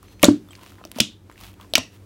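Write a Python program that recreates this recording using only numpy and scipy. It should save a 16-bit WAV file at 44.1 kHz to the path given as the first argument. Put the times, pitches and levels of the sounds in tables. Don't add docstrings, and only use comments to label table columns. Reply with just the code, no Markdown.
import sys
import numpy as np
from scipy import signal
from scipy.fft import rfft, irfft
from scipy.io import wavfile
from scipy.ndimage import uniform_filter1d

SR = 44100
rng = np.random.default_rng(int(sys.argv[2]) if len(sys.argv) > 2 else 0)


def wrap_up_sound(samples):
    columns = np.atleast_2d(samples).T
    tamed = np.clip(columns, -1, 1)
    steps = np.round(tamed * 32767).astype(np.int16)
    wavfile.write(sys.argv[1], SR, steps)


def elevation(decibels):
    levels = np.asarray(decibels, float)
    return 10 ** (levels / 20)


N = 90404


def noise(shape=N):
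    return rng.standard_normal(shape)


def unit(x):
    return x / np.sqrt(np.mean(x ** 2))


def coloured(x, curve):
    curve_hz, curve_db = np.array(curve).T
    hz = np.fft.rfftfreq(len(x), 1 / SR)
    gain = elevation(np.interp(np.log(hz + 1), np.log(curve_hz), curve_db))
    return irfft(rfft(x) * gain, len(x))


def resonant(x, hz, q):
    return signal.lfilter(*signal.iirpeak(hz, q, fs=SR), x)


def walk(rate_hz):
    width = int(SR / rate_hz)
    return unit(uniform_filter1d(uniform_filter1d(noise(), width), width))


def swell(rows):
    t = np.arange(N) / SR
    return sum(elevation(db) * np.clip(1 - ((t - middle) / half) ** 2, 0, 1) ** 1.6 for middle, half, db in rows)


def add(out, start_s, sound):
    i = int(start_s * SR)
    out[i:i + len(sound)] += sound[:N - i]


def decay(t, t60):
    return 1000. ** (-t / t60)


# hz [Hz], level_db [dB per Hz]
AIR_SPECTRUM = [(15, -51), (25, -24), (102, -3), (127, -20), (293, -10), (439, -13.5), (545, -15),
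                (695, -23), (16000, -38.5)]
# pitch_hz [Hz], level_db [dB], width_hz [Hz]
HUM_BANDS = [(55.5, -60, 10), (97.5, -52, 6), (192, -57.5, 24), (292.3, -61, 16), (345, -62, 36)]


def background():
    out = elevation(-56 + 1.7 * walk(9.2)) * unit(coloured(noise(), AIR_SPECTRUM))
    for hz, db, width_hz in HUM_BANDS:
        out = out + elevation(db) * unit(resonant(noise(), hz, hz / width_hz))
    return out


# middle_s [s], half_length_s [s], level_db [dB]
STRETCHES = [(.07, 0.12, -60), (0.208, .03, -61.5), (0.539, 0.055, -56), (0.66, 0.12, -49),
             (.79, 0.05, -63), (.86, .025, -56), (.922, 0.013, -54.5), (.224, .009, -52),
             (0.975, 0.049, -48), (1.333, 0.049, -63), (1.452, 0.093, -45.5), (1.634, 0.051, -57.5),
             (1.943, 0.044, -58)]
# hz [Hz], level_db [dB per Hz]
CRACKLE_SPECTRUM = [(300, -34), (600, -5.5), (1100, -3.5), (1600, -7.5), (3000, -2.5), (5000, -10.5),
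                    (9000, -14), (16000, -14.5)]


def crackle():
    clicks_per_s, spread_db, tail_ms, fizz_db = 650, 3.1, .2, -3.5
    chance = rng.random((2, N))
    torn = chance[0] < clicks_per_s / SR * elevation(3.5 * walk(40))
    clicks = torn * elevation(-spread_db * np.log(chance[1] + .01))
    tails = signal.lfilter([1], [1, -np.exp(-1000 / (tail_ms * SR))], clicks)
    grain = unit(tails * noise())
    fizz = elevation(fizz_db + 4.9 * walk(25)) * noise()
    return unit(coloured(grain + fizz, CRACKLE_SPECTRUM)) * swell(STRETCHES)


def pocket(db, hz, t60_ms, click_db):
    t = np.arange(2048) / SR
    _, breath, rip = noise((3, len(t)))
    sag_per_s, mode_spread, cavity_q = 2.3, .09, 4
    tones = hz * np.exp(mode_spread * np.array([[-1], [.2], [1]]))
    modes = -np.sin(2 * np.pi * tones * t * (1 - sag_per_s * t)).sum(axis=0) / 2
    rasp = unit(resonant(breath, hz, cavity_q))
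    click = .5 * rip * np.exp(-t / 0.00015)
    click[:2] = -1, .5
    attack = 1 - np.exp(-t * hz / 0.37)
    return elevation(db) * (modes + 0.69 * rasp) * attack * decay(t, t60_ms / 1000) + elevation(click_db) * click


# start_s [s], level_db [dB peak], pitch_hz [Hz], click_db [dB]
STICKY_TICKS = [(0.0296, -42.5, 1210, -32), (0.083, -41, 2200, -50), (0.1957, -37, 2300, -44),
                (0.219, -44, 9000, -39), (0.8393, -37.5, 3000, -45), (.784, -46, 1700, -46),
                (1.358, -44, 2000, -58), (1.403, -42, 3000, -40), (1.484, -44.5, 3000, -40),
                (1.462, -50, 7000, -42), (.124, -59, 5000, -46), (0.487, -45, 1165, -34),
                (0.5075, -37, 1100, -46.5), (0.5322, -40.5, 2600, -38), (0.552, -41.5, 2300, -45),
                (.553, -37, 4600, -50), (0.57, -60, 9000, -42), (0.632, -34, 1130, -33),
                (0.7205, -40, 1490, -32), (0.737, -67, 5000, -43), (.8985, -62.5, 7500, -58),
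                (0.946, -40, 2200, -43.5), (1.298, -39.5, 1100, -50), (1.299, -44, 1900, -55),
                (1.3145, -40.5, 1780, -35), (1.324, -41.5, 2060, -38), (1.3786, -39, 2640, -36),
                (1.4117, -40, 1000, -21), (1.532, -54, 3740, -40), (1.54, -49, 2880, -33),
                (1.599, -37, 1180, -45), (1.612, -39.5, 3050, -29.5), (1.646, -39, 1122, -46)]


def ticks():
    out = np.zeros(N)
    for s, db, hz, click_db in STICKY_TICKS:
        add(out, s, pocket(db, hz, 14, click_db))
    return out


# middle_s [s], half_length_s [s], level_db [dB]
ROCKS = [
    (.12, 0.088, -50),
    (1.45, .09, -48.5),
]


def rocking():
    pitch_hz = 53 * (1 + 0.1 * walk(14))
    return np.sin(2 * np.pi * np.cumsum(pitch_hz) / SR) * swell(ROCKS)


def ring(hz, t60, db, rise=0.18):
    t = np.arange(int(t60 * SR) + 8) / SR
    return -elevation(db) * np.sin(2 * np.pi * hz * t) * decay(t, t60) * (1 - np.exp(-t * hz / rise))


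# start_s [s], level_db [dB peak], pitch_hz [Hz], t60_s [s]
NAIL_PINGS = [
    (0.069, -65, 6100, 1),
    (0.078, -61, 4200, .6),
    (.488, -51, 3510, 0.039),
    (0.508, -45.5, 3200, 0.074),
    (0.5072, -47.5, 7800, 0.066),
    (.5075, -57, 8200, 0.11),
    (1.7, -57, 7760, 0.12),
    (1.323, -60, 7400, .08),
    (1.754, -28.5, 2700, 0.14),
    (1.755, -34, 5800, 0.13),
]


def pings():
    out = np.zeros(N)
    for s, db, hz, t60 in NAIL_PINGS:
        add(out, s, ring(hz, t60, db, rise=1.4))
        add(out, s, ring(hz * 1.013, t60 * .7, db - 5, rise=3.))
    return out


# start_s [s], level_db [dB peak], pitch_hz [Hz], t60_ms [ms], click_db [dB]
BURSTS = [(0.2292, -12, 13000, 9, -13.5), (0.2295, -8.5, 10160, 9.3, -7), (0.23, -5.5, 7000, 7.6, -4),
          (0.2306, -9.5, 12700, 5, -10), (0.2323, -0.5, 2678, 7.6, -28), (0.235, -7, 2200, 14, -10.5),
          (0.2428, -2, 6550, 14, -0.5), (0.2432, -10, 10900, 5.5, -8.5), (0.2432, -3.5, 3814, 20, -13.5),
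          (0.2534, -7, 8000, 6.6, -19), (.263, -25, 8000, 6, -29.5), (0.8512, -30.5, 5250, 9.9, -27.5),
          (0.9161, -35.5, 3630, 8.6, -19.5), (.9162, -24, 9600, 4.5, -22), (0.9596, -33, 2500, 9.9, -37),
          (.96, -40, 5500, 6, -45), (0.9729, -36, 2590, 11.1, -42), (.974, -40, 10000, 14, -44),
          (0.9857, -27.5, 3040, 20, -14), (.988, -30.5, 5500, 24, -28), (1.001, -9.5, 3200, 7.4, -9.5),
          (1.003, -2, 3262, 14, -1.5), (1.0034, -7.5, 5616, 16.2, -11.5), (1.004, -6.5, 7850, 8.1, -12.5),
          (1.009, -8, 3280, 8, -18.5), (1.016, -25, 3280, 13, -21), (1.737, -9, 3500, 9, -6.5),
          (1.7534, -4, 5765, 17.4, -3), (1.7537, -7.5, 4310, 11, -13.5), (1.7541, -0.5, 2750, 24, -18),
          (1.7535, -5.5, 7730, 7, -11), (1.7665, -19.5, 2730, 22, -27), (1.776, -18, 1220, 8.3, -25),
          (1.7805, -12, 6230, 7.1, -8.5), (1.7807, -12, 3500, 8.5, -16), (1.784, -21, 5000, 9, -28)]


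def snaps():
    out = np.zeros(N)
    for s, db, hz, t60_ms, click_db in BURSTS:
        add(out, s, pocket(db, hz, t60_ms, click_db))
    return out


# start_s [s], level_db [dB peak], pitch_hz [Hz], t60_s [s]
CLOSING_HOLES = [(0.2316, -4.5, 186, 0.07), (.2354, 2, 587, 0.03), (.2356, 1, 290, 0.039),
                 (.2445, -7.5, 295, .04), (.2525, -6.5, 576, 0.03), (0.2613, -16.5, 245, .07),
                 (.233, -11.5, 1164, 0.041), (.2435, -12.5, 1415, 0.023), (0.2839, -1, 291, 0.15),
                 (0.2837, -6.5, 257, 0.11), (0.284, -12.5, 321, 0.084), (.285, -20, 110, 0.23),
                 (.285, -21, 167, 0.096), (.285, -9, 382, 0.024), (.285, -18, 598, 0.081),
                 (.8135, -32.5, 760, 0.011), (0.8398, -28.5, 1250, 0.0064), (.852, -30, 612, 0.025),
                 (.852, -31.5, 340, 0.037), (.962, -25.5, 245, 0.073), (0.9863, -16.5, 620, 0.016),
                 (1.001, -15.5, 575, 0.015), (1.0056, -12.5, 222.6, 0.072), (1.005, -19.5, 297.3, 0.099),
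                 (1.005, -21.5, 136.4, 0.078), (1.737, -15, 637, 0.022), (1.754, -22.5, 316, 0.052),
                 (1.7547, -13.5, 1690, 0.016), (1.7802, -13.5, 620, 0.021), (1.7807, -21.5, 1100, .02),
                 (1.7801, -23, 259, 0.13), (1.781, -26, 97, 0.077), (.231, -25.5, 37.7, 0.12)]


def thuds():
    out = np.zeros(N)
    for s, db, hz, t60 in CLOSING_HOLES:
        add(out, s, ring(hz, t60, db))
    return out


# start_s [s], level_db [dB], pitch_hz [Hz], q [sharpness], t60_s [s]
HISSES = [
    (.236, -22, 3700, .9, 0.23),
    (.236, -27.5, 1492, 1.2, 0.23),
    (.236, -24.5, 6970, 2.05, 0.18),
    (1.003, -26, 3390, 2.8, 0.26),
    (1.003, -27.5, 6080, 1.8, 0.19),
    (1.754, -27.5, 2750, 7.5, 0.25),
    (1.754, -32, 5740, 9, 0.24),
    (1.754, -35, 1950, 6.7, 0.26),
    (1.754, -29.5, 4560, 1.1, 0.24),
]


def wash():
    out, t = np.zeros(N), np.arange(SR // 3) / SR
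    for s, db, hz, q, t60 in HISSES:
        hiss = unit(resonant(resonant(noise(len(t)), hz, q), hz, q))
        add(out, s, elevation(db) * hiss * decay(t, t60) * (1 - np.exp(-t / 0.0027)))
    return out


# middle_s [s], half_length_s [s], level_db [dB]
SQUELCHES = [
    (.8, .026, -52),
    (0.615, 0.056, -56),
    (1.62, .03, -60.5),
    (1.6, 0.065, -59),
    (.975, .02, -47),
]


def squelch():
    hz, q = 1050, 1.3
    sputter = elevation(3.0 * walk(90)) * noise()
    return unit(resonant(resonant(sputter, hz, q), hz, q)) * swell(SQUELCHES)


# centre_hz [Hz], t60_s [s], level_db [dB]
ROOM_BANDS = [(165, 0.31, -27), (376, .23, -25), (620, 0.18, -30), (1100, 0.17, -23.5), (2200, 0.17, -28.5),
              (3500, 0.22, -33.5), (6000, 0.2, -34), (8500, 0.12, -35), (13000, .12, -37)]


def room(x):
    t, tail = np.arange(SR // 2) / SR, 0
    for hz, t60, db in ROOM_BANDS:
        edges = [hz / 1.414, min(hz * 1.327, 20000)]
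        band = signal.sosfilt(signal.butter(2, edges, "band", fs=SR, output="sos"), noise(len(t)))
        tail = tail + elevation(db) * band * decay(t, t60)
    onset_ms = 1.8
    return signal.fftconvolve(x, tail * (1 - np.exp(-t * 1000 / onset_ms)) / 4)[:N]


def scene():
    hits = snaps() + ticks() + thuds() + pings() + wash()
    low_cut = signal.butter(2, 61.4, "high", fs=SR, output="sos")
    near = signal.sosfilt(low_cut, hits) + crackle() + rocking() + squelch()
    return (near + room(near) + background())[None]


def band_limit(x):
    return signal.sosfilt(signal.butter(12, 16990, fs=SR, output="sos"), x)


def record(dry):
    top_cut = signal.ellip(8, .2, 40, 15900, fs=SR, output="sos")
    cut = signal.sosfilt(top_cut, np.clip(dry, -1, 1))
    return band_limit(np.clip(cut, -1, 1))


dry = scene()
out = record(dry)
wrap_up_sound(out)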